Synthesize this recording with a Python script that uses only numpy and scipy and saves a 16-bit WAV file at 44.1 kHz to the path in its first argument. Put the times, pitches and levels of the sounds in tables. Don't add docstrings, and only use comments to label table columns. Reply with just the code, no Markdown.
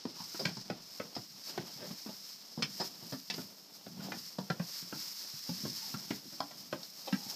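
import sys
import numpy as np
from scipy import signal
from scipy.fft import rfft, irfft
from scipy.io import wavfile
from scipy.ndimage import uniform_filter1d

SR = 44100
rng = np.random.default_rng(int(sys.argv[2]) if len(sys.argv) > 2 else 0)


def waveform_to_disk(signal):
    frames = np.transpose(np.atleast_2d(signal))
    scaled = np.clip(frames, -1, 1) * 32767
    samples = np.round(scaled).astype(np.int16)
    wavfile.write(sys.argv[1], SR, samples)


N = 324487

# f/Hz, level/dB, time to fall 60 dB/s (before extra damping)
BOARD_MODES = [(105, -3, .12), (125, -2, .12), (146, 0, .12), (172, 0, .13), (196, 2, .14), (224, 1, .12),
               (262, 1, .11), (300, 1, .09), (345, 0, .07), (405, -2, .06), (460, -1, .05), (515, 0, .05),
               (570, 0, .045), (640, 0, .045), (720, 0, .04), (830, 0, .03), (960, 0, .025),
               (1090, 0, .022), (1250, 0, .02), (1355, 0, .02), (1540, 0, .018), (1700, 0, .016),
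               (1900, 0, .015), (2100, 0, .014), (2310, 0, .013), (2600, 0, .012), (2900, 0, .011),
               (3200, 0, .01), (3550, 0, .01), (3900, 0, .009)]


def undb(db):
    return 10 ** (np.asarray(db) / 20)


def level(x, db=0):
    return x * undb(db) / np.sqrt(np.mean(x ** 2))


def colour(x, points):
    hz, db = np.transpose(points)
    f = np.fft.rfftfreq(len(x), 1 / SR) + 1
    gain_db = np.interp(np.log(f), np.log(hz), db, left=-90, right=-90)
    return irfft(rfft(x) * undb(gain_db), len(x))


def walk(rate):
    hold = int(SR / rate)
    steps = np.repeat(rng.standard_normal(N // hold + 1), hold)
    smooth = uniform_filter1d(uniform_filter1d(steps, hold), hold)
    return 1.3 * smooth[:N]


def add(track, s, x):
    i = max(int(s * SR), 0)
    track[i:i + len(x)] += x[:len(track) - i]


def grains(rate, spread_db):
    happens = rng.random(N) < rate / SR
    return happens * rng.standard_normal(N) * undb(spread_db * rng.exponential(size=N))


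def curve(rows):
    return np.interp(np.arange(N) / SR, *np.transpose(rows))


def effort(calm_db, rows, column):
    t = np.arange(N) / SR
    power = undb(calm_db) ** 2
    for row in rows:
        bell = np.exp(-(3.3 * (t - row[0]) / row[1]) ** 2)
        power = power + undb(row[column]) ** 2 * bell
    return 10 * np.log10(power)


def hooves():
    # t/s, thud peak/dB, thud f/Hz, knock peak/dB, knock f/Hz,
    # clack peak/dB, clack f/Hz, crack peak/dB, contact/ms (peaks before the barn's tail)
    blows = [(0.053, -28, 345, -39.5, 416, -37, 1000, -41, 3.1),
             (0.202, -43, 160, -55, 950, -48, 1070, -42, 10),
             (0.345, -39.5, 310, -43, 900, -60, 1000, -46, 12),
             (0.393, -56, 350, -40, 540, -58, 1380, -31.5, 17),
             (0.453, -27, 177, -31, 377, -30, 1820, -23.5, 7.3),
             (0.568, -38.5, 170, -41, 750, -67, 1080, -39.5, 11),
             (0.7, -28.5, 263, -22.5, 560, -29, 1100, -38, 6),
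             (0.999, -34, 295, -29, 493, -28, 1020, -46, 6.5),
             (1.152, -68, 177, -55, 980, -52, 1460, -35, 9.4),
             (1.165, -35, 188, -33.5, 436, -46, 1200, -34, 8.7),
             (1.577, -32, 150, -28, 377, -32.5, 1320, -40, 5.5),
             (1.907, -36, 201, -48, 410, -52, 1360, -52, 10),
             (2.061, -36.5, 254, -43, 640, -58, 1580, -52, 17),
             (2.089, -37.5, 253, -38.5, 690, -54, 1060, -41.5, 13),
             (2.576, -30, 215, -37, 428, -57, 1160, -46, 33),
             (2.623, -33.5, 200, -36.5, 370, -33, 2130, -21, 11),
             (2.799, -37.5, 190, -30.5, 650, -55, 1000, -29.5, 28),
             (3.025, -44, 177, -46.5, 360, -67, 1410, -48, 13),
             (3.123, -35, 172, -36, 380, -44, 1320, -39, 20),
             (3.3, -43.5, 190, -38.5, 1010, -31, 2570, -30, 14),
             (3.339, -48, 189, -46, 382, -55, 2400, -32, 9.5),
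             (3.38, -38, 233, -36, 410, -46, 1330, -51, 14),
             (3.865, -42, 190, -35.5, 570, -40, 1130, -49, 6.9),
             (4.001, -48, 193, -47, 610, -47, 1340, -61, 16),
             (4.085, -49, 178, -38, 353, -64, 1010, -45, 5),
             (4.12, -39, 207, -34, 416, -30.5, 1420, -49, 6),
             (4.385, -28, 189, -29, 696, -54, 1210, -36, 7.2),
             (4.501, -25, 224, -23.5, 782, -24, 1310, -32.5, 7),
             (4.597, -31, 188, -33, 633, -40, 1680, -62, 7.8),
             (4.825, -43.5, 210, -61, 498, -52, 1360, -47, 7.6),
             (4.926, -31.5, 290, -30.5, 640, -32.5, 1150, -56, 4.4),
             (5.336, -46.5, 140, -58, 990, -72, 1370, -50, 10),
             (5.491, -30.5, 196, -37, 740, -51.5, 1100, -36.5, 11),
             (5.653, -26.5, 293, -35, 378, -39, 1000, -41, 5.4),
             (5.941, -32, 206, -69, 915, -39, 1400, -44, 8.4),
             (6.106, -25, 250, -29.5, 754, -31.5, 1690, -37, 9.4),
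             (6.254, -43.5, 264, -73, 400, -65, 1060, -53, 12),
             (6.326, -46.5, 188, -52, 382, -59, 1420, -53, 19),
             (6.404, -31, 304, -19.5, 770, -31, 1360, -26, 2.3),
             (6.509, -51, 300, -43.5, 825, -45.5, 1510, -67, 9.8),
             (6.727, -29, 273, -24.5, 760, -27, 1290, -42, 6.7),
             (6.83, -69, 186, -47, 760, -63, 1020, -34, 8),
             (7.126, -29.5, 220, -33.5, 340, -33, 1660, -35, 9.4),
             (7.263, -43, 198, -50, 800, -61, 1310, -40, 11)]
    # f/Hz, level/dB per Hz
    crack_colour = [(2500, -19.5), (3400, -7.5), (4300, -2), (5200, 7.5), (6200, -12.5), (8000, -17),
                    (10000, -34), (12000, -21.5), (15000, -41)]
    damping = 1.4
    crunch_offset_db = -1.5
    out, t = np.zeros(N), np.arange(int(.08 * SR)) / SR
    push = -np.sin(np.pi * np.arange(int(0.0011 * SR)) / int(0.00079 * SR))
    for s, thud_db, thud_hz, knock_db, knock_hz, clack_db, clack_hz, crack_db, contact_ms in blows:
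        crunch_db = (clack_db + crack_db) / 2 + crunch_offset_db
        chance = rng.standard_normal((len(BOARD_MODES), 2))
        contact = np.exp(-(t / (contact_ms / 1000 + 1e-4)) ** 3.0)
        happens = rng.random(len(t)) < 5000 / SR
        touches = contact * rng.standard_normal(len(t)) * happens * 0.5
        touches[0] = -1
        thud = signal.fftconvolve(ring(thud_hz, .33, chance, damping), push)
        knock = signal.fftconvolve(ring(knock_hz, 0.5, chance, damping), press(touches, 2.06 * knock_hz))
        clack = signal.fftconvolve(ring(clack_hz, 0.27, chance, damping), press(touches, 2.9 * clack_hz))
        crunch = signal.fftconvolve(ring(2430, 1.0, chance, damping), press(touches, 4500))
        onset = np.minimum(t / 0.00114, 1)
        crack = contact * onset * colour(rng.standard_normal(len(t)), crack_colour)
        layers = ((thud, thud_db), (knock, knock_db), (clack, clack_db), (crunch, crunch_db), (crack, crack_db))
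        blow = np.zeros(int(.33 * SR))
        for sound, db in layers:
            add(blow, 0, sound * undb(db) / np.max(np.abs(sound)))
        add(out, s, barn(blow))
    return out


def ring(centre_hz, octaves, chance, damping=0.82):
    hz, db, t60 = (column[:, None] for column in np.transpose(BOARD_MODES))
    t = np.arange(int(.25 * SR)) / SR
    near = np.exp(-.5 * (np.log2(hz / centre_hz) / octaves) ** 2)
    gain = near * undb(db + 1.5 * chance[:, :1])
    detune = 1 + .04 * chance[:, 1:]
    decay = np.exp(-np.log(1000) * t * damping / t60)
    return np.sum(gain * decay * np.sin(2 * np.pi * hz * detune * t), axis=0)


def press(touches, hz):
    u = np.arange(int(SR / hz)) / int(SR / hz)
    return np.convolve(touches, np.sin(2 * np.pi * u) * np.sin(np.pi * u))


def skids():
    # start t/s, length/s, slips per s, ring f/Hz, level/dB, bright ring f/Hz, its level/dB
    slides = [(0.387, 0.041, 165, 480, -45.5, 990, -63), (1.792, 0.084, 118, 540, -52, 1530, -62),
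              (4.024, 0.13, 120, 740, -59, 1500, -84), (7.069, 0.024, 350, 774, -43.5, 3580, -50)]
    out = np.zeros(N)
    for s, length, rate, low_hz, low_db, bright_hz, bright_db in slides:
        chance = rng.standard_normal((64, 2))
        gaps = (1 + 0.206 * chance[:, 0]).clip(.3) / rate
        times = np.cumsum(gaps)
        on = times < length
        strength = undb(0.72 * chance[:, 1]) * np.sin(np.pi * times / length)
        slips = np.zeros(int(length * SR) + 1)
        slips[(times[on] * SR).astype(int)] = strength[on]
        for hz, db in ((low_hz, low_db), (bright_hz, bright_db)):
            sound = signal.fftconvolve(slips, ring(hz, 0.26, chance[:len(BOARD_MODES)]))
            add(out, s, barn(sound * undb(db) / np.std(sound[:len(slips)])))
    return out


def straw():
    # t/s, rustle level/dB
    stirring = [(0, -52.5), (.3, -50.5), (.6, -50), (.8, -56.5), (1.3, -53), (1.9, -49.5), (2.5, -53),
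                (3.2, -53.5), (3.7, -57), (4.3, -54.5), (4.6, -54.5), (4.95, -47), (5.3, -46.5),
                (5.9, -44.5), (6.3, -53.5), (6.9, -55), (7.2, -47), (7.36, -51)]
    # middle t/s, length/s, rustle level/dB
    leg_sweeps = [(0.217, .12, -48), (0.404, 0.28, -46), (0.935, 0.27, -51.5), (1.21, 0.092, -55),
                  (1.485, 0.13, -44.5), (1.863, 0.1, -50.5), (2.29, .15, -52), (2.773, 0.2, -47.5),
                  (2.859, 0.062, -42.5), (3.09, 0.23, -52.5), (3.387, 0.18, -50.5), (3.756, .06, -54.5),
                  (4.047, 0.056, -47), (4.182, 0.23, -48.5), (4.275, 0.11, -48), (4.712, 0.2, -46.5),
                  (4.78, 0.12, -42.5), (5.005, 0.15, -45), (5.117, 0.32, -47.5), (5.65, 0.082, -50),
                  (5.916, 0.054, -61), (6.151, 0.063, -46), (6.346, 0.19, -52), (6.6, 0.074, -53),
                  (6.825, 0.14, -52), (6.994, 0.18, -51), (7.313, .1, -44.5)]
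    # t/s, sheen level against the rustle/dB
    brightness = [(0, -20), (.3, -10), (.6, -16.5), (.9, -10), (1.5, -11), (2.1, -9), (2.5, -11),
                  (3.2, -7.5), (3.6, -7.5), (4.3, -9), (5.1, -9), (5.7, -10), (6.3, -9), (7, -8),
                  (7.36, -8.5)]
    # f/Hz, level/dB per Hz
    rustle_colour = [(880, -19), (1500, -19.5), (1970, -18.5), (2230, -17.5), (2400, -19), (3480, -16),
                     (5260, 0.5), (5810, -6.5), (6690, -19), (9160, -29.5), (10800, -31), (14000, -53),
                     (22000, -120)]
    # f/Hz, level/dB per Hz
    sheen_colour = [(6180, -9.5), (10500, -22.5), (12000, -6.5), (14000, -10), (15200, -10.5)]
    stalks = level(grains(4000, 1.4)) + 1.5 * rng.standard_normal(N)
    stalks = stalks * undb(0.54 * walk(35) + 1.06 * walk(80))
    rustle = level(colour(stalks, rustle_colour))
    sheen = undb(curve(brightness)) * level(colour(stalks, sheen_colour))
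    return undb(effort(curve(stirring), leg_sweeps, column=2)) * (rustle + sheen)


def shuffle():
    # middle t/s, length/s, rumble level/dB, brushing level/dB
    scuffles = [(0.117, 0.19, -61, -60), (0.476, 0.17, -45, -53), (0.725, 0.31, -59, -59.5),
                (1.06, 0.16, -59, -58.5), (1.325, .15, -62, -77), (1.497, 0.069, -67, -54),
                (1.61, 0.25, -52.5, -55), (1.837, 0.25, -51.5, -57), (2.084, 0.1, -72, -60),
                (2.688, 0.15, -54, -69), (2.855, 0.21, -56, -57), (3.082, 0.3, -57.5, -66.5),
                (3.397, 0.21, -53, -57), (3.948, .2, -53, -72.5), (4.09, 0.29, -47, -54.5),
                (4.548, 0.38, -67, -59), (4.99, .2, -61, -62), (5.655, .2, -45.5, -62),
                (5.967, 0.41, -56.5, -62), (6.173, 0.37, -62, -63), (6.68, 0.63, -60, -61),
                (7.14, 0.28, -62, -56), (7.334, 0.17, -65, -58)]
    # f/Hz, level/dB per Hz
    brush_colour = [(250, 3.5), (450, -1.5), (700, -0.5), (1200, -6), (2000, -14), (3200, -8),
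                    (4500, -10.5)]
    calm_rumble_db, calm_brush_db = -69, -65.5
    steps = level(grains(120, 1.5)) + .8 * rng.standard_normal(N)
    plain = np.zeros((len(BOARD_MODES), 2))
    rumble = signal.fftconvolve(steps, ring(196.0, 0.23, plain))[:N]
    brush = level(grains(900, 1.5)) + 1.3 * rng.standard_normal(N)
    brush = level(colour(brush * undb(2.2 * walk(35)), brush_colour))
    rumble_gain = undb(effort(calm_rumble_db, scuffles, column=2))
    brush_gain = undb(effort(calm_brush_db, scuffles, column=3))
    return rumble_gain * level(rumble) + brush_gain * brush


def hums():
    # start t/s, length/s, pitch f/Hz, width/Hz, level before fading in and out/dB
    nasal_tones = [(0.158, 0.11, 1030, 150, -58.5), (5.812, 0.077, 880, 30, -60),
                   (7.164, 0.19, 833, 40, -58)]
    out = np.zeros(N)
    for s, length, hz, width, db in nasal_tones:
        u = np.linspace(0, 1, int(length * SR))
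        resonance = [(hz - 4 * width, -30), (hz - width, -6), (hz, 0), (hz + width, -6), (hz + 4 * width, -30)]
        tone = colour(rng.standard_normal(len(u)), resonance)
        add(out, s, level(tone, db) * np.sqrt(np.sin(np.pi * u).clip(0)))
    return out


def air():
    stir = rng.standard_normal(N) * undb(5.7 * walk(3.04))
    return level(colour(stir, [(15, -10), (24, 5), (40, -13), (70, -37), (120, -70)]), -43)


def barn(x):
    # f/Hz, time to fall 60 dB/s, level/dB
    tail_bands = [(167.5, 0.17, 5), (480, 0.22, -5.5), (1570, 0.13, 1), (5100, 0.14, -2)]
    t = np.arange(int(.3 * SR)) / SR
    onset = np.minimum(t / 0.00083, 1)
    response = np.zeros(len(t))
    for hz, t60, db in tail_bands:
        shape = [(hz / 4, -30), (hz / 1.8, -3), (hz, 0), (hz * 1.8, -3), (hz * 4, -30)]
        band = colour(rng.standard_normal(len(t)), shape)
        decay = np.exp(-np.log(1000) * t / t60)
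        response += band * decay * onset * undb(db) / np.sqrt(t60 * SR / 14)
    response[0] = 1
    return signal.fftconvolve(x, response)


def scene():
    mono = hooves() + skids() + straw() + shuffle() + hums() + air()
    return np.array([mono, mono])


def record(dry):
    thin = signal.sosfilt(signal.butter(4, 118, "high", fs=SR, output="sos"), dry)
    return signal.sosfilt(signal.ellip(12, .2, 70, 15400, fs=SR, output="sos"), thin)


dry = scene()
out = record(dry)
waveform_to_disk(out)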